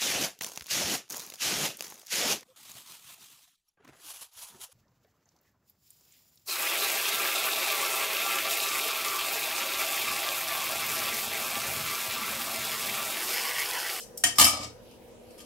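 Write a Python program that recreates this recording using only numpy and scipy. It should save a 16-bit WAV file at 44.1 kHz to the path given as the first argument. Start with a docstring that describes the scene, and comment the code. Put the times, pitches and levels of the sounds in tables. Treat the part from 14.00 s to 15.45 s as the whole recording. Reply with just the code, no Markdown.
"""A small tiled kitchen: a perforated metal ladle ends a stir in a wide thin pan with a light touch and a knock,
then it is dropped and chatters on the rim until it settles; a few faint touches follow.
Clusters of clicks ring the modes of pan and ladle, and soft pushes boom in the stove top.
Behind them a fan motor hums (sines, a narrow whine, moving air) and oil hisses faintly (banded noise).
Feedback delays give the metal and the stove a short room."""
import sys
import numpy as np
from scipy import signal
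from scipy.fft import rfft, irfft, next_fast_len
from scipy.io import wavfile

SR = 44100
rng = np.random.default_rng(int(sys.argv[2]) if len(sys.argv) > 2 else 0)


def volts(x):
    """Linear amplitude factor 10**(x/20) for a level x in dB, scalar or array-like."""
    e = np.asarray(x, float) / 20
    return 10 ** e


def to_wav(sig):
    """Store sig (one row per channel, or 1-D mono) as 16-bit WAV at the path in sys.argv[1].

    Samples outside -1..1 are clipped; the rate is SR.
    """
    pcm = np.clip(np.atleast_2d(sig), -1, 1) * 32767
    pcm = np.round(pcm).astype(np.int16)
    wavfile.write(sys.argv[1], SR, pcm.T)  # frames by channels


N = 63945   # samples in the scene


def rms_one(x):
    """Scale to rms 1."""
    return x / np.sqrt(np.mean(x ** 2) + 1e-20)


def at_hz(points, hz):
    """Read the level of a (pitch, level) table on a log pitch axis."""
    table = np.array(points)
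    return np.interp(np.log(hz), np.log(table[:, 0]), table[:, 1])


def drift(rate_hz):
    """Slow random movement of rms 1: noise through a two-pole lowpass, worked out every 40 samples."""
    pole = np.exp(-80 * np.pi * rate_hz / SR)
    noise = rng.standard_normal(N // 40 + 2002)
    slow = signal.lfilter([1], [1, -2 * pole, pole ** 2], noise)[2000:]   # skip the filter's start
    return np.interp(np.arange(N) / 40, np.arange(len(slow)), rms_one(slow))


def ring(clicks, hz, t60):
    """A two-pole resonator: a unit click sets a decaying sine of height 1 ringing."""
    radius, turn = volts(-60 / (t60 * SR)), 2 * np.pi * hz / SR
    return signal.lfilter([0, np.sin(turn)], [1, -2 * radius * np.cos(turn), radius ** 2], clicks + 1e-18)


def band(x, low_hz, high_hz):
    """Keep one band of pitches with a Butterworth filter."""
    return signal.sosfilt(signal.butter(2, [low_hz, high_hz], "band", fs=SR, output="sos"), x)


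# how alike left and right are in the noises: (pitch [Hz], likeness [1 = same, 0 = unrelated])
NOISE_LIKENESS = [(25, .7), (60, 0.94), (240, 0.15), (950, 0.31), (3770, 0.05), (15000, 0.04)]


def banded_noise(spectrum, flicker_db):
    """Third-octave bands of stereo noise, each with its own level, flicker and likeness; rms 1."""
    edges = 25 * 2 ** (np.arange(29) / 3)
    white = rng.standard_normal((2, 2, N))   # neighbouring bands take turns with two stereo noises
    out = 0
    for k, (low, high) in enumerate(zip(edges, edges[1:])):
        hz = np.sqrt(low * high)
        if spectrum[0][0] <= hz <= spectrum[-1][0]:
            mid, side = band(white[k % 2], low, high)
            alike = np.clip(at_hz(NOISE_LIKENESS, hz), -1, 1)
            stereo = np.sqrt(1 + alike) * mid + np.sqrt(1 - alike) * side * [[1], [-1]]
            out = out + volts(at_hz(spectrum, hz) + flicker_db * drift(4.7)) * stereo
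    return rms_one(out)


# contacts of ladle and pan: (time [s], chatter length [s], force level [dB],
# lift of the ladle and equal cut of the pan [dB], low cut [Hz], high cut [Hz])
CONTACTS_LADLE_ON_PAN = [(0.0, 0.0079, -33.5, -1, 3540, 16400), (0.01, 0.024, -41, -1.5, 3720, 14300),
                         (0.1734, 0.0037, -20.5, 1.5, 6130, 14900), (0.2364, 0.0068, -8, 7.5, 603, 11500),
                         (0.247, 0.04, -27.5, 4, 1280, 11400), (0.355, 0.12, -38.5, -5, 891, 13300),
                         (0.3835, 0.0048, -4, 0.5, 790, 13900), (0.392, 0.0092, -7.5, -3, 800, 14900),
                         (0.407, .013, -9, 2.5, 680, 14900), (0.422, 0.022, -18, 1, 611, 13540),
                         (0.442, 0.0077, -12.5, -12, 2500, 12660), (0.4491, .007, -15.5, 7, 1500, 11920),
                         (0.458, 0.037, -20.5, -4, 1140, 12160), (0.514, 0.083, -31.5, -6, 470, 6000),
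                         (0.601, 0.047, -35.5, -3.5, 518, 7300), (0.632, 0.014, -38.5, 1, 1110, 6700),
                         (.911, 0.0024, -37.5, -3.5, 1800, 5980), (1.305, 0.0039, -47, -6, 1700, 12100),
                         (1.375, 0.038, -51, -6.5, 1130, 14100), (1.392, 0.002, -32, 5.5, 2430, 4730),
                         (1.402, 0.0032, -38, 10, 1990, 9000), (1.408, 0.014, -52, -5, 1380, 12100)]
TOUCHES_PER_S, TOUCH_SPREAD_DB, RISE_S = 3000, 2.5, 0.0019
CHATTER_UNEVEN_DB, CHATTER_UNEVEN_HZ = 3.5, 110


def contact_forces():
    """Each contact is a chatter of uneven clicks that rises fast and fades over its length."""
    sizes = volts(TOUCH_SPREAD_DB * np.minimum(rng.exponential(1, N), 4)) * rng.choice([-1, 1], N)
    touching = rng.random(N) < TOUCHES_PER_S / SR
    clicks = rms_one(volts(CHATTER_UNEVEN_DB * drift(CHATTER_UNEVEN_HZ)) * sizes * touching)
    age = np.arange(SR // 5) / SR
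    forces = []
    for start, length, db, _, low_hz, high_hz in CONTACTS_LADLE_ON_PAN:
        shape = (1 - np.exp(-age / RISE_S)) * np.exp(-(age / length) ** 2)
        touches = np.roll(clicks, -int(start * SR))[:len(age)] * shape
        # the same energy whichever clicks fall inside the shape
        even = np.linalg.norm(shape) / np.linalg.norm(touches)
        forces.append(volts(db) * even * band(touches, low_hz, high_hz))
    return np.array(forces)


# strong modes of the thin pan: (pitch [Hz], relative level [dB], ring time t60 [s])
PAN_MODES = [(560, -12, .15), (630, -10, .12), (947, -8, .08), (1167, -8, .12), (1215, -1, .13),
             (1260, -6, .1), (2306, -8, .12), (4855, -1, .055), (5095, -4, .07), (5375, -2, .07),
             (5803, -8, .09), (6088, -6, .08), (7950, -6, .07), (8419, -10, .08), (9254, -8, .09),
             (10600, -4, .09), (11680, -3, .09), (12640, -5, .11), (13390, -8, .09), (14140, -8, .1),
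             (14620, -9, .1)]
# strong modes of the ladle: (pitch [Hz], relative level [dB], ring time t60 [s])
LADLE_MODES = [(770, -9, .06), (1860, -10, .07), (3010, 0, .035), (3087, -1, .035), (3150, 1, .03),
               (4382, -10, .05), (5443, -16, .05), (6713, -5, .06), (7012, -5, .08), (7472, -8, .07),
               (8613, -11, .06), (9480, -6, .08), (12080, -7, .06)]
# the many close modes of thin metal: (pitch [Hz], relative level [dB])
CROWD_SPECTRUM = [(520, -40.5), (700, -8.5), (1200, -22), (1540, -21), (2500, -15.5), (3060, -12),
                  (3900, -10.5), (5000, -7.5), (8150, -2.5), (12500, -7.5), (15800, -10.5)]
PAN_DB, LADLE_DB, CROWD_DB = -37.5, -36.5, -39.5
CROWD_T60_S, CROWD_T60_SLOPE = 0.08, -0.5   # t60 at 3 kHz, power of pitch
CRACK_DB = -50   # the bare click, without ringing
STRENGTH_SPREAD_DB, SIDE_SPREAD_DB = 2, 2   # per contact and mode; again for each side
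SIDE_PHASE_RAD, SIDES_APART_HZ = 3.55, 900   # left-right phase spread, full above this pitch
STRONG_MODE_TURN = 0.45   # share of that spread for the strong modes
METAL_FROM_HZ = 510   # thin metal radiates little below this


def metal():
    """Each contact rings pan, ladle and the crowd of small modes, with its own strengths and stereo phases."""
    forces = contact_forces()
    # even steps in the root of pitch, each a little off
    pitches = np.linspace(np.sqrt(540), np.sqrt(15800), 320) ** 2 * rng.uniform(.995, 1.005, 320)
    crowd = [(hz, at_hz(CROWD_SPECTRUM, hz), CROWD_T60_S * (hz / 3000) ** CROWD_T60_SLOPE) for hz in pitches]
    hz, db, t60 = np.transpose(PAN_MODES + LADLE_MODES + crowd)
    counts = [len(PAN_MODES), len(LADLE_MODES), len(crowd)]
    group_db = np.repeat([PAN_DB, LADLE_DB, CROWD_DB], counts)
    share_db = np.array(CONTACTS_LADLE_ON_PAN)[:, 3:4] * np.repeat([-1, 1, 0], counts)
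    spread_db = STRENGTH_SPREAD_DB * rng.standard_normal(share_db.shape)
    strength = volts(db + group_db + share_db + spread_db)
    turn = SIDE_PHASE_RAD * np.minimum(hz / SIDES_APART_HZ, 1) * rng.standard_normal(strength.shape)
    turn[:, :counts[0] + counts[1]] *= STRONG_MODE_TURN

    age = np.arange(SR // 6) / SR
    swing = np.exp(np.outer(2j * np.pi * hz - np.log(1000) / t60, age))   # every mode, decaying
    out = np.zeros((2, N + SR))
    for side, sign in zip(out, (.5, -.5)):
        side_gain = volts(SIDE_SPREAD_DB * rng.standard_normal(strength.shape))
        heard = strength * side_gain * np.exp(1j * sign * turn)
        rings = (heard @ swing).imag
        rings[:, 0] += volts(CRACK_DB)
        sounds = signal.fftconvolve(forces, rings, axes=1)
        for (start, *_), sound in zip(CONTACTS_LADLE_ON_PAN, sounds):
            first = int(start * SR)
            side[first:first + len(sound)] += sound
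    return signal.sosfilt(signal.butter(6, METAL_FROM_HZ, "high", fs=SR, output="sos"), out[:, :N])


MOTOR_HZ = 47.36
# motor hum: (multiple of the motor pitch, rms level before the trim HUM_DB [dB])
HUM_ORDERS = [(1, -69), (4, -70), (5, -63), (7, -69), (10, -62), (13, -70), (15, -75), (20, -75)]
HUM_DB, HUM_WAVER_DB = -1.5, 1.8
WHINE_HZ, WHINE_T60_S, WHINE_DB = 503.5, 2.7 / 49, -58   # a short t60 makes a wider whine
# air moved by the fan: (pitch [Hz], relative level [dB])
AIR_SPECTRUM = [(18, -29.5), (30, -8), (122, -8), (158, -17), (238, -7.5), (385, -9.5), (481, -3),
                (655, -13.5), (971, -19.5), (1800, -43), (2340, -72), (3960, -120)]
AIR_DB = -54


def fan():
    """Wavering sines at multiples of the motor pitch, noise through a resonator as whine, and moving air."""
    t = np.arange(N) / SR
    hum = 0
    for order, db in HUM_ORDERS:
        level = volts(db + HUM_DB + HUM_WAVER_DB * drift(6))
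        hum = hum + level * np.sqrt(2) * np.sin(2 * np.pi * (order * MOTOR_HZ * t + rng.random()))
    whine = rms_one(ring(rng.standard_normal(N), WHINE_HZ, WHINE_T60_S))
    air = banded_noise(AIR_SPECTRUM, flicker_db=3.0)
    return hum + volts(WHINE_DB) * whine + volts(AIR_DB) * air


# hiss of the oil: (pitch [Hz], relative level [dB])
OIL_SPECTRUM = [(1200, -3), (1930, -4.5), (2650, -1.5), (3660, -4.5), (5000, -3.5), (7000, -11.5),
                (9800, -3), (12500, -7), (16000, -19.5)]
OIL_DB = -61


def oil():
    """Faint hiss: noise whose bands flicker independently."""
    return volts(OIL_DB) * banded_noise(OIL_SPECTRUM, flicker_db=3.06)


ROOM_T60_S, WALL_CUT_HZ = 0.28, 20200   # t60 in the bass; it has halved at the wall cut


def kitchen(x):
    """Reflections between tiled walls: eight feedback delays a side, duller on every round."""
    size = next_fast_len(N + SR // 4)
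    hz = np.fft.rfftfreq(size, 1 / SR)
    loss = 1 + (hz / WALL_CUT_HZ) ** 2
    out = []
    for channel in x:
        echoes = 0
        for k, lag in enumerate(rng.uniform(0.0099, 0.035, 8)):   # seconds
            loop = volts(-60 * lag * loss / ROOM_T60_S) * np.exp(-2j * np.pi * hz * lag)
            echoes = echoes + (-1) ** k * loop / (1 - loop)   # all rounds of one delay
        out.append(irfft(rfft(channel, size) * echoes, size)[:N])
    return np.array(out)


# modes of the stove top: (pitch [Hz], relative level [dB], ring time t60 [s])
STOVE_MODES = [(84.4, -9.5, 0.33), (119.1, -10.5, 0.49), (199, -11.5, 0.053), (231, -8, 0.21),
               (294.9, 3, 0.2)]
# the pan rocks on the stand: (time [s], push level [dB])
PAN_ROCKS = [(0.253, -38.5), (0.389, -34.5), (0.411, -28), (.45, -30), (0.532, -40.5), (0.601, -40),
             (.66, -44.5)]
THUD_S = 0.0015   # half-width of a push


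def stand():
    """The rocking pan gives soft pushes that set the stove top booming."""
    t = np.arange(N) / SR
    push = sum(volts(db) * np.exp(-((t - s) / THUD_S) ** 2) for s, db in PAN_ROCKS)
    jolt = np.gradient(push)
    return sum(volts(db) * ring(jolt, hz, t60) for hz, db, t60 in STOVE_MODES)


LEFT_DB = 0.87   # metal raised this much on the left, lowered as much on the right
ROOM_DB, BOOM_DRY = -12, 0.74   # BOOM_DRY: share of the boom kept out of the room


def scene():
    """Metal and stove with their room, over fan and oil."""
    boom = stand()
    near = metal() * volts(np.array([[LEFT_DB], [-LEFT_DB]])) + boom
    room = volts(ROOM_DB) * kitchen(near - BOOM_DRY * boom)
    return near + room + fan() + oil()


def top_cut(x):
    """Nothing passes above the cut-off."""
    return signal.sosfilt(signal.butter(12, 16660, fs=SR, output="sos"), x)


def record(dry):
    """The bass is cut below 40 Hz and peaks are rounded."""
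    thin = signal.sosfilt(signal.butter(2, 40, "high", fs=SR, output="sos"), dry)
    mix = np.tanh(thin)
    return top_cut(mix)


dry = scene()
out = record(dry)
to_wav(out)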